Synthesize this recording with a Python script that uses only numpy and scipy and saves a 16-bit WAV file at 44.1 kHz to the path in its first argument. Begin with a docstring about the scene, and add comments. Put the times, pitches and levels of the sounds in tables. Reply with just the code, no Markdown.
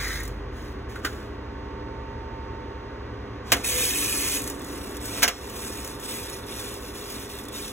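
"""Green coffee beans slide from a tray into the steel hopper of a small roaster, ticking and ringing it.
The tray is put down, a lever clacks the hopper's flap open and the beans rush down the chute.
The flap snaps shut with a bounce while the beans tumble in the turning drum.
Underneath, the motor hums and the fan blows, all close to a pair of microphones."""
import sys
import numpy as np
from scipy import signal
from scipy.fft import rfft, irfft, next_fast_len
from scipy.io import wavfile
from scipy.ndimage import map_coordinates

SR = 44100
rng = np.random.default_rng(int(sys.argv[2]) if len(sys.argv) > 2 else 0)


def waveform_to_disk(signal):
    """Save audio, clipped to [-1, 1], as 16-bit WAV at the path in sys.argv[1]."""
    frames = np.transpose(np.atleast_2d(signal))
    scaled = np.clip(frames, -1, 1) * 32767
    samples = np.round(scaled).astype(np.int16)
    wavfile.write(sys.argv[1], SR, samples)


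N = 340447
TIME = np.arange(N) / SR
TAIL = TIME[:SR // 2]  # time axis of one hit


def beans():
    """Beans pass through hopper, chute and drum; the thin steel inside sizzles as they hit it."""
    # first slip, main drop, surges and a last clump: t/s, length/s, level/dB
    drops = [(3.55, 0.1, -48), (3.634, 0.73, -27.7), (3.672, 0.02, -31), (3.765, 0.085, -29),
             (4.455, 0.015, -36.5)]
    sizzle_modes = [(7835, 50, -2), (8030, 100, 1), (8430, 170, 0), (8650, 100, -3)]  # thin steel: f/Hz, width/Hz, level/dB
    chute_flow = swells(drops, rise_s=0.016, release_s=0.34) * amp(1.1 * wobble(30))
    rustle_flow, ping_flow, sizzle_flow = tumbling(start_s=drops[0][0])
    steel = resonant(contacts(per_second=1200, spread_db=1.5), sizzle_modes)
    sizzle = (amp(-5) * chute_flow + sizzle_flow) * steel
    return hopper() + chute(chute_flow) + drum(rustle_flow, ping_flow) + sizzle


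def hopper():
    """Beans slide off the tray and the last few settle; the harder hits ping the hopper."""
    pours = [(0.0, 0.16, 0.0013, -34.5), (0.512, 0.17, 0.07, -53)]  # two runs of beans: t/s, length/s, rise/s, level/dB
    colour = [(350, -40), (700, -17), (1300, -4), (1900, 0), (2250, -1), (2750, -11), (3500, -2.5),
              (4200, -3), (6400, -5.5), (7500, -11), (9300, -9), (11000, -13), (15000, -13.5)]  # patter spectrum: f/Hz, level/dB
    wall_modes = [(1545, 40, -2.5), (1850, 37, 1), (2024, 50, -2)]  # hopper steel: f/Hz, width/Hz, level/dB
    flow = sum(swell(s, length, db, rise, release_s=0.46) for s, length, rise, db in pours)
    patter = rattle(flow, colour, per_second=1800, spread_db=1, ring_t60=0.055, ring_db=3, gain_db=3)
    pings = amp(-2) * flow * resonant(contacts(per_second=600, spread_db=0), wall_modes)
    return patter + pings


def chute(flow):
    """A dense stream of beans rushes down and pings the chute wall; the emptying hopper booms."""
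    colour = [(140, -24), (280, -18), (400, -2), (500, -20), (750, -15), (1150, -7), (1400, -10),
              (1800, -5), (3200, -3), (3800, -1.5), (4500, -4), (6400, -1.5), (7300, -3.5), (9000, -2.5),
              (11400, -2), (12400, -5), (15000, -5.5)]  # bright rush: f/Hz, level/dB
    wall_modes = [(1784, 29, 2), (2526, 100, 4), (3230, 46, 2), (6230, 91, 6.5), (6500, 34, 0)]  # chute steel: f/Hz, width/Hz, level/dB
    boom_swell = [(3.63, 0.074, -36)]  # hollow boom: t/s, length/s, level/dB
    rush = rattle(flow, colour, per_second=4000, spread_db=1.6, ring_t60=0.06, ring_db=4, gain_db=3.2)
    pings = amp(-8.5) * flow * resonant(contacts(per_second=160, spread_db=1.5), wall_modes)
    hollow = resonant(contacts(per_second=600, spread_db=7), [(497.6, 7, 0)])
    return rush + pings + swells(boom_swell, rise_s=0.071, release_s=1) * hollow


def drum(flow, ping_flow):
    """Tumbling beans rustle; the harder hits ring single modes of the drum wall."""
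    colour = [(350, -66), (700, -8), (1300, -6), (2000, -3), (3000, -2.5), (4000, -2), (4600, -4.5),
              (5500, -1), (6500, -1), (7400, -3), (9500, -4), (10500, -2), (11000, -4), (11700, -2),
              (12800, -6), (15000, -7)]  # rustle spectrum: f/Hz, level/dB
    wall_modes = [(2660, 90, -3), (3320, 120, -4), (3520, 110, 1), (3700, 100, 0), (4040, 130, -1),
                  (5480, 200, -6)]  # drum steel: f/Hz, width/Hz, level/dB
    rustle = rattle(flow, colour, per_second=1900, spread_db=2.4, ring_t60=.055, ring_db=3, gain_db=3.9)
    return rustle + ping_flow * resonant(contacts(per_second=450, spread_db=2), wall_modes)


def tumbling(start_s):
    """Envelopes of the drum's rustle, pings and sizzle: clumpy spills over a bed of rolling beans."""
    # the drum lifts and spills about twice a second: t/s, rise/s, length/s, rustle/dB, pings/dB, sizzle/dB
    spills = [(4.6, .12, .36, -43.5, -53, -47.5), (5.0, .06, .24, -37.5, -46, -37),
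              (5.125, .02, .11, -38, -46, -40), (5.38, .1, .13, -44, -51, -51),
              (5.53, .04, .39, -38, -49, -41), (5.61, .015, .07, -40, -56, -42),
              (6.0, .06, .27, -38.5, -45, -40), (6.075, .015, .1, -36.5, -45, -39),
              (6.28, .02, .1, -41, -47, -50), (6.463, .05, .3, -39.5, -45, -45),
              (6.585, .01, .1, -41, -48, -48), (6.8, .03, .1, -44, -48, -56),
              (6.935, .025, .33, -42, -47, -49), (7.08, .02, .15, -41.5, -48, -48),
              (7.28, .02, .12, -42.5, -47, -50), (7.515, .045, .17, -38, -40.5, -42.5)]
    bed_db = [-52, -50, -59]  # rolling beans: rustle/dB, pings/dB, sizzle/dB
    shapes = np.array([swell(s, length, 0, rise, release_s=.34, sag_db_per_s=14, bend=0.56)
                       for s, rise, length, *_ in spills])
    gains = amp(np.array(spills)[:, 3:].T)
    spilling = np.sqrt(gains ** 2 @ shapes ** 2)
    bed = amp(bed_db)[:, None] * (TIME > start_s)
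    return amp(1.1 * wobble(25)) * np.hypot(spilling, bed)


def stray_beans():
    """Single beans tick brightly on steel; the hardest clang at a pitch set by the spot they hit."""
    skips = [(0.033, -30), (0.202, -32), (0.2329, -28), (0.2524, -31), (0.276, -32), (4.043, -18),
             (4.2785, -20), (4.4184, -26), (4.44, -24), (4.4752, -21), (4.4994, -22), (4.594, -34),
             (4.617, -33), (4.645, -31), (4.9681, -28), (5.055, -24), (5.497, -31), (5.846, -26),
             (5.875, -26), (5.998, -32), (6.298, -27), (6.466, -33), (6.598, -27), (6.741, -29), (7.1, -31),
             (7.386, -31), (7.437, -35), (7.452, -34), (7.4844, -30)]  # skipping beans: t/s, level/dB
    clangs = [(0.0403, -30, 1860), (0.0553, -29, 2020), (0.0662, -26, 1860), (0.1067, -27, 1860),
              (0.2019, -29, 1860), (3.643, -27, 2490), (3.8247, -25, 2490), (3.9359, -24.5, 2490),
              (3.9579, -25, 2490), (4.025, -23.5, 2490), (4.0813, -29, 2490), (4.1262, -23, 2490),
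              (4.1986, -30, 2490), (6.5205, -34, 3500), (6.592, -33, 3500), (6.6687, -38, 3500),
              (7.0413, -38, 3500), (7.386, -38, 3500), (7.4843, -39, 3500), (7.5437, -35, 3690),
              (7.562, -33, 3690), (7.625, -35, 3690)]  # hard hits on hopper, chute and drum: t/s, level/dB, f/Hz
    clang_modes = [(1, -3, .08), (1.052, -8, .06)]  # a close pair: pitch ratio, level/dB, t60/s
    colour = [(800, -4), (3000, -8.5), (7000, 3), (15000, 0.5)]  # f/Hz, level/dB
    decay = [(2000, 0.082), (12000, 0.039)]  # f/Hz, t60/s
    out = np.zeros((2, N))
    for s, db in skips:
        add(out, s, amp(db - 6) * knock(colour, decay, rise_s=0.00036))
    for s, db, hz in clangs:
        modes = [(ratio * hz, mode_db, t60) for ratio, mode_db, t60 in clang_modes]
        add(out, s, amp(db) * ring(modes)[None])
    return out


def flap():
    """The lever scrapes; each blow of the flap chatters and rings housing, plate, lid, lever and room."""
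    # the flap hits its open stop and rattles; later it catches, snaps shut and bounces:
    # t/s, level/dB, housing/dB, plate/dB, lid/dB, lever/dB
    blows = [(3.519, -12.7, -23.5, -27, -14.5, -54), (3.533, -29, -31, -29, -34, -56),
             (3.565, -36, -39, -33, -41, -56), (5.222, -24, -46, -51, -44, -55),
             (5.229, -14.2, -34, -28.5, -17, -19.5), (5.278, -22, -42, -32.5, -31, -35)]
    chatter = [(0, 4), (.0045, 1.5), (0.014, -18)]  # three quick contacts per blow: delay/s, level/dB
    colour = [(60, -27), (130, -10), (350, -7.5), (700, -4.5), (950, -3.5), (1550, 0.5), (2200, 1.5),
              (4000, -1.5), (6500, -2), (11000, -4.5), (15000, -6)]  # clack spectrum: f/Hz, level/dB
    decay = [(200, .1), (700, .17), (1200, .14), (2000, .12), (4000, .09), (14000, .065)]  # clack tail: f/Hz, t60/s
    room_decay = [(300, 0.3), (3000, .32), (14000, .2)]  # f/Hz, t60/s
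    # modes of the housing, the flap's plate, the steel lid and the thin lever: f/Hz, level/dB, t60/s
    housing = [(118, -5, .15), (195, -4, .1), (236, -4, .22), (283, -5, .3), (362, 1, .1), (387, 0, .12),
               (432, -4, .2), (500, -2, .25), (524, -5, .22)]
    plate = [(694, -5, .18), (713, 0, .24)]
    lid = [(1184, -17, .2), (1292, -17, .18), (1562, 0, .065), (1668, -5, .11), (2004, -17, .16),
           (2120, -11, .1)]
    lever = [(4485, 0, .1), (4937, 0, .1), (5195, -3, .12), (5528, -12, .52), (5705, -5, .17),
             (5790, -5, .14), (6320, -5, .17), (6440, -5, .15), (6780, -7, .15)]
    strokes = [(3.44, .13, -41), (5.11, .11, -38)]  # the lever is pulled, then slips back: t/s, length/s, level/dB
    scrape_colour = [(500, 1), (2000, -2), (6500, -5), (10000, -13), (15000, -17)]  # lever friction: f/Hz, level/dB
    scrape = swells(strokes, rise_s=0.084, release_s=0.86)
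    out = rattle(scrape, scrape_colour, per_second=4700, spread_db=1, ring_t60=.041, ring_db=-3, gain_db=4)
    for s, db, *parts_db in blows:
        steel = sum(amp(level) * ring(part) for level, part in zip(parts_db, (housing, plate, lid, lever)))
        room = amp(db - 23) * knock(colour, room_decay)
        add(out, s, steel + room)
        for delay, contact_db in chatter:
            add(out, s + delay, amp(db + contact_db) * knock(colour, decay, crack_db=6.5))
    return out


def tray():
    """The empty tray slides over the lid, clattering and ringing briefly as it is put down."""
    slides = [(0.885, .075, -42), (1.025, 0.19, -40.5)]  # before and after it lands: t/s, length/s, level/dB
    touches = [(0.958, -43, -29), (1.0479, -20.5, -25), (1.052, -45, -22), (1.06, -38, -45),
               (1.072, -37.5, -25.5)]  # tray on lid: t/s, knock/dB, ring/dB
    colour = [(175, -33), (350, -1), (700, -14.5), (1100, -9.5), (1530, 1), (2300, -13), (3500, -11),
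              (6500, -15.5), (11000, -22), (15000, -21)]  # clatter spectrum: f/Hz, level/dB
    decay = [(300, 0.12), (1500, 0.11), (5000, 0.09), (14000, 0.085)]  # clatter tail: f/Hz, t60/s
    modes = [(390, -9, .07), (1310, -10, .05), (1414, -2, .05), (1520, -3, .05), (1650, -3, .05),
             (2050, -11, .04), (3900, -13, .04), (8600, -13, .04)]  # tray body: f/Hz, level/dB, t60/s
    slide = swells(slides, rise_s=0.018, release_s=0.71, sag_db_per_s=36)
    out = rattle(slide, colour, per_second=1300, spread_db=-3, ring_t60=0.13, ring_db=-2, gain_db=-0.5)
    for s, db, ring_db in touches:
        add(out, s, amp(db) * knock(colour, decay, rise_s=0.0012) + amp(ring_db) * ring(modes))
    return out


def motor():
    """A low hum whose partials follow the motor's speed and beat against each other."""
    speed = [(0, 50.7), (.35, 50.2), (.6, 47.8), (.9, 44.5), (1.35, 43.8), (2.2, 46.2), (2.75, 43.9),
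             (3.3, 43.1), (4.35, 43.5), (5, 42.2), (7.72, 41.6)]  # hum pitch: t/s, f/Hz
    partials = [(1.37, 1), (1.63, 1.5), (2, -11), (2.38, -3.5), (2.51, -9), (2.63, -3.5)]  # overtones: pitch ratio, level/dB
    fade = [(0.0, -43.5), (3.6, -44), (5.0, -49.5), (7.72, -52.5)]  # overtones fade as the microphones move round the roaster: t/s, level/dB
    pitch = curve(speed)
    fundamental_db = -46.5 + 2 * (pitch - 43.9)  # louder as the motor runs faster
    phase = 2 * np.pi * np.cumsum(pitch) / SR
    overtones = sum(amp(db) * np.sin(ratio * phase + 0.45 * wobble(5)) for ratio, db in partials)
    return np.sqrt(2) * (amp(fundamental_db) * np.sin(phase) + amp(curve(fade) - 0.35) * overtones)


def fan():
    """Air rushes through the cabinet with a few unsteady tones; the hopper's throat resounds while open."""
    air_level = [(0.0, -40.5), (3.1, -40), (4.5, -38.5), (7.72, -41)]  # draught: t/s, level/dB
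    air_colour = [(30, -26.5), (60, -1.5), (150, -8), (300, -2), (500, -8), (780, -11.5), (1100, -12),
                  (1900, -15), (2600, -23), (4200, -26.5), (6300, -35.5), (7500, -49), (15000, -82)]  # broad rush: f/Hz, level/dB
    cabinet_modes = [(63.3, 7.1, 1), (114, 8.8, -1), (216.4, 31.4, -5.5), (283.8, 28.3, -3.5),
                     (381.2, 30, -3.5), (503.7, 38.4, -5), (1111, 89, -11)]  # hollows that the draught excites: f/Hz, width/Hz, level/dB
    fan_tones = [(296, -51.5), (409.1, -46), (1502, -60), (1935, -60), (2750, -66.5)]  # steady-level tones: f/Hz, level/dB
    whine_level = [(0.0, -58.5), (1.12, -59), (1.89, -48), (2.62, -48.5), (3.2, -56.5), (6.26, -54),
                   (6.92, -60), (7.72, -58.5)]  # swelling whine: t/s, level/dB
    opening = [(3.6, 1.58, -37.5)]  # draught grows as the open hopper empties: t/s, length/s, level/dB
    throat_modes = [(284.4, 8.2, 2.5), (364, 56, -15), (500, 14, -31)]  # the hopper's air resonances: f/Hz, width/Hz, level/dB
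    air = unit(coloured(noise(N), air_colour)) + resonant(noise(N), cabinet_modes)
    draught = amp(curve(air_level) + 0.5 + 0.16 * wobble(9)) * air
    tone = lambda hz: np.sqrt(2) * np.sin(2 * np.pi * hz * TIME + 0.31 * wobble(7))
    tones = sum(amp(db) * tone(hz) for hz, db in fan_tones)
    whine = amp(curve(whine_level) + np.array([[-2], [7]])) * tone(904.4)  # leans right
    throat_flow = swells(opening, rise_s=0.78, release_s=0.18, sag_db_per_s=4.5)
    return draught + tones + whine + throat_flow * resonant(noise(N), throat_modes)


def rattle(flow, colour, per_second, spread_db, ring_t60, ring_db, gain_db):
    """A stream of small contacts; each ticks and rings the steel around it."""
    ticks = contacts(per_second, spread_db)
    steel = amp(ring_db) * wall_ringing(ticks, ring_t60)
    return amp(gain_db) * flow * unit(coloured(ticks + steel, colour))


def contacts(per_second, spread_db):
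    """Impulses at random moments; a positive spread makes a few of them hard."""
    force = amp(spread_db * np.minimum(rng.exponential(size=N), 4)) * rng.choice([-1, 1], N)
    return (force * (rng.random(N) < per_second / SR))[None]


def wall_ringing(ticks, t60):
    """Each tick rings the steel in dense modes: some stay, the others change with the spot that is hit."""
    size = 2048  # samples per spot
    count = N // size + 1
    blocks = np.pad(ticks, ((0, 0), (0, count * size - N))).reshape(1, count, size)
    spots = noise(count * size).reshape(2, count, size)
    walls = (spots + amp(-1) * noise(size)[:, None]) * amp(-60 * TIME[:size] / t60)
    walls /= np.linalg.norm(walls[0], axis=1)[:, None]
    rung = irfft(rfft(blocks, 2 * size) * rfft(walls, 2 * size))
    heads, tails = rung[..., :size].reshape(2, -1), rung[..., size:].reshape(2, -1)
    return heads[:, :N] + np.pad(tails, ((0, 0), (size, 0)))[:, :N]


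def knock(colour, decay, crack_db=0, rise_s=0.0005):
    """One contact: a crack, then dense modes dying band by band; rms 1 over its first 5 ms."""
    crack = amp(crack_db - 60 * TAIL / 0.013) * noise(len(TAIL))
    hz, t, bands = signal.stft(noise(len(TAIL)), SR, nperseg=128)
    bands *= amp(-60 * t / along(decay, hz)[:, None])
    body = signal.istft(bands, SR, nperseg=128)[1][:, :len(TAIL)]
    sound = coloured((crack + body) * (1 - np.exp(-TAIL / rise_s)), colour)
    return sound / np.std(sound[:, :SR // 200])


def ring(modes):
    """Modes (f/Hz, level/dB, t60/s) struck at random strengths and phases."""
    hz, level, t60 = np.transpose(modes)[:, :, None]
    strength = level + 2 * rng.standard_normal(hz.shape)
    return (amp(strength - 60 * TAIL / t60) * np.sin(2 * np.pi * (hz * TAIL + rng.random(hz.shape)))).sum(0)


def resonant(x, modes):
    """x through resonances (f/Hz, width/Hz, level/dB) of alternating polarity, at rms 1."""
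    def response(f):
        return sum((-1) ** k * amp(db) * 1j * f * width / (hz * hz - f * f + 1j * f * width)
                   for k, (hz, width, db) in enumerate(modes))
    return unit(filtered(x, response))


def noise(size):
    """Stereo white noise, as alike on both sides as a sound field at the microphones."""
    likeness = [(100, .999), (400, .96), (900, .55), (1700, .9), (2800, .55), (4500, .92), (15000, .9)]  # left against right: f/Hz, correlation
    def mid_side_gains(hz):
        angle = np.arccos(np.clip(along(likeness, hz), 0, 1)) / 2
        return np.array([np.cos(angle), np.sin(angle)])
    mid, side = filtered(rng.standard_normal((2, size)), mid_side_gains)
    return np.array([mid + side, mid - side])


def swell(s, length, db, rise_s, release_s, sag_db_per_s=0, bend=1):
    """Gain that rises (abruptly if bend is under 1), sags while it holds, then falls 60 dB in release_s."""
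    t = TIME - s
    fall_db = sag_db_per_s * np.maximum(t - rise_s, 0) + 60 * np.maximum(t - length, 0) / release_s
    return amp(db - fall_db) * np.clip(t / rise_s, 0, 1) ** bend


def swells(rows, rise_s, release_s, sag_db_per_s=0):
    """Swells (t/s, length/s, level/dB) of one shape, added in power."""
    return np.linalg.norm([swell(*row, rise_s, release_s, sag_db_per_s) for row in rows], axis=0)


def coloured(x, colour):
    """Minimum-phase EQ through the points (f/Hz, level/dB)."""
    size = 4096
    cepstrum = irfft(np.log(amp(along(colour, np.fft.rfftfreq(size, 1 / SR)))))
    cepstrum[1:size // 2] *= 2
    cepstrum[size // 2 + 1:] = 0
    return signal.fftconvolve(x, irfft(np.exp(rfft(cepstrum)))[None], axes=1)[:, :x.shape[1]]


def filtered(x, response):
    """x through a complex frequency response."""
    size = next_fast_len(x.shape[-1] + 8192, real=True)
    return irfft(rfft(x, size) * response(np.fft.rfftfreq(size, 1 / SR)), size)[..., :x.shape[-1]]


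def wobble(rate):
    """A smooth random curve, rate knots a second."""
    return map_coordinates(rng.standard_normal(int(N * rate / SR) + 4), [TIME * rate / SR])


def curve(points):
    """Automation through (t/s, value) points."""
    return np.interp(TIME, *np.transpose(points))


def along(points, hz):
    """Points (f/Hz, value) read on a log axis."""
    f, value = np.transpose(points)
    return np.interp(np.log(hz + 1), np.log(f + 1), value)


def add(track, s, sound):
    """Mix a sound in at time s."""
    part = track[:, round(s * SR):][:, :sound.shape[1]]
    part += sound[:, :part.shape[1]]


def amp(db):
    """Decibels to gain."""
    return 10 ** (np.asarray(db) / 20)


def unit(x):
    """Scale to rms 1."""
    return x / np.sqrt(np.mean(x ** 2) + 1e-20)


def scene():
    """All sounds reach the two microphones with a slight difference in time and level."""
    balance = [(100, 0), (400, -.8), (900, -3.5), (1500, 0), (2100, -.5), (2500, -4.5), (3300, 0)]  # left minus right: f/Hz, level/dB
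    lead = [(0, 0), (900, -1.1), (1300, .2), (2200, .2), (4700, np.pi), (9000, 3 * np.pi),
            (13100, 5 * np.pi), (17400, 7 * np.pi)]  # left ahead of right: f/Hz, phase/rad
    dip = amp(-5 * np.exp(-((TIME - 5.35) / 0.068) ** 2))  # hum and fan dip briefly after the flap shuts
    mix = beans() + stray_beans() + tray() + flap() + dip * (motor() + fan())
    sides = np.array([[.5], [-.5]])
    def microphones(hz):
        phase = np.interp(hz, *np.transpose(lead))
        return amp(sides * along(balance, hz)) * np.exp(1j * sides * phase)
    return filtered(mix, microphones)


def record(dry):
    """The recorder rounds the highest peaks and cuts the deepest bass and the top of the treble."""
    rounded = dry / (1 + np.abs(dry / .78) ** 4) ** (1 / 4)
    high_cut = lambda hz: np.clip((15900 - hz) / 300 + .5, 0, 1) ** 2
    return filtered(rounded, lambda hz: high_cut(hz) * amp(along([(25, -34), (40, -2)], hz)))


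dry = scene()
out = record(dry)
waveform_to_disk(out)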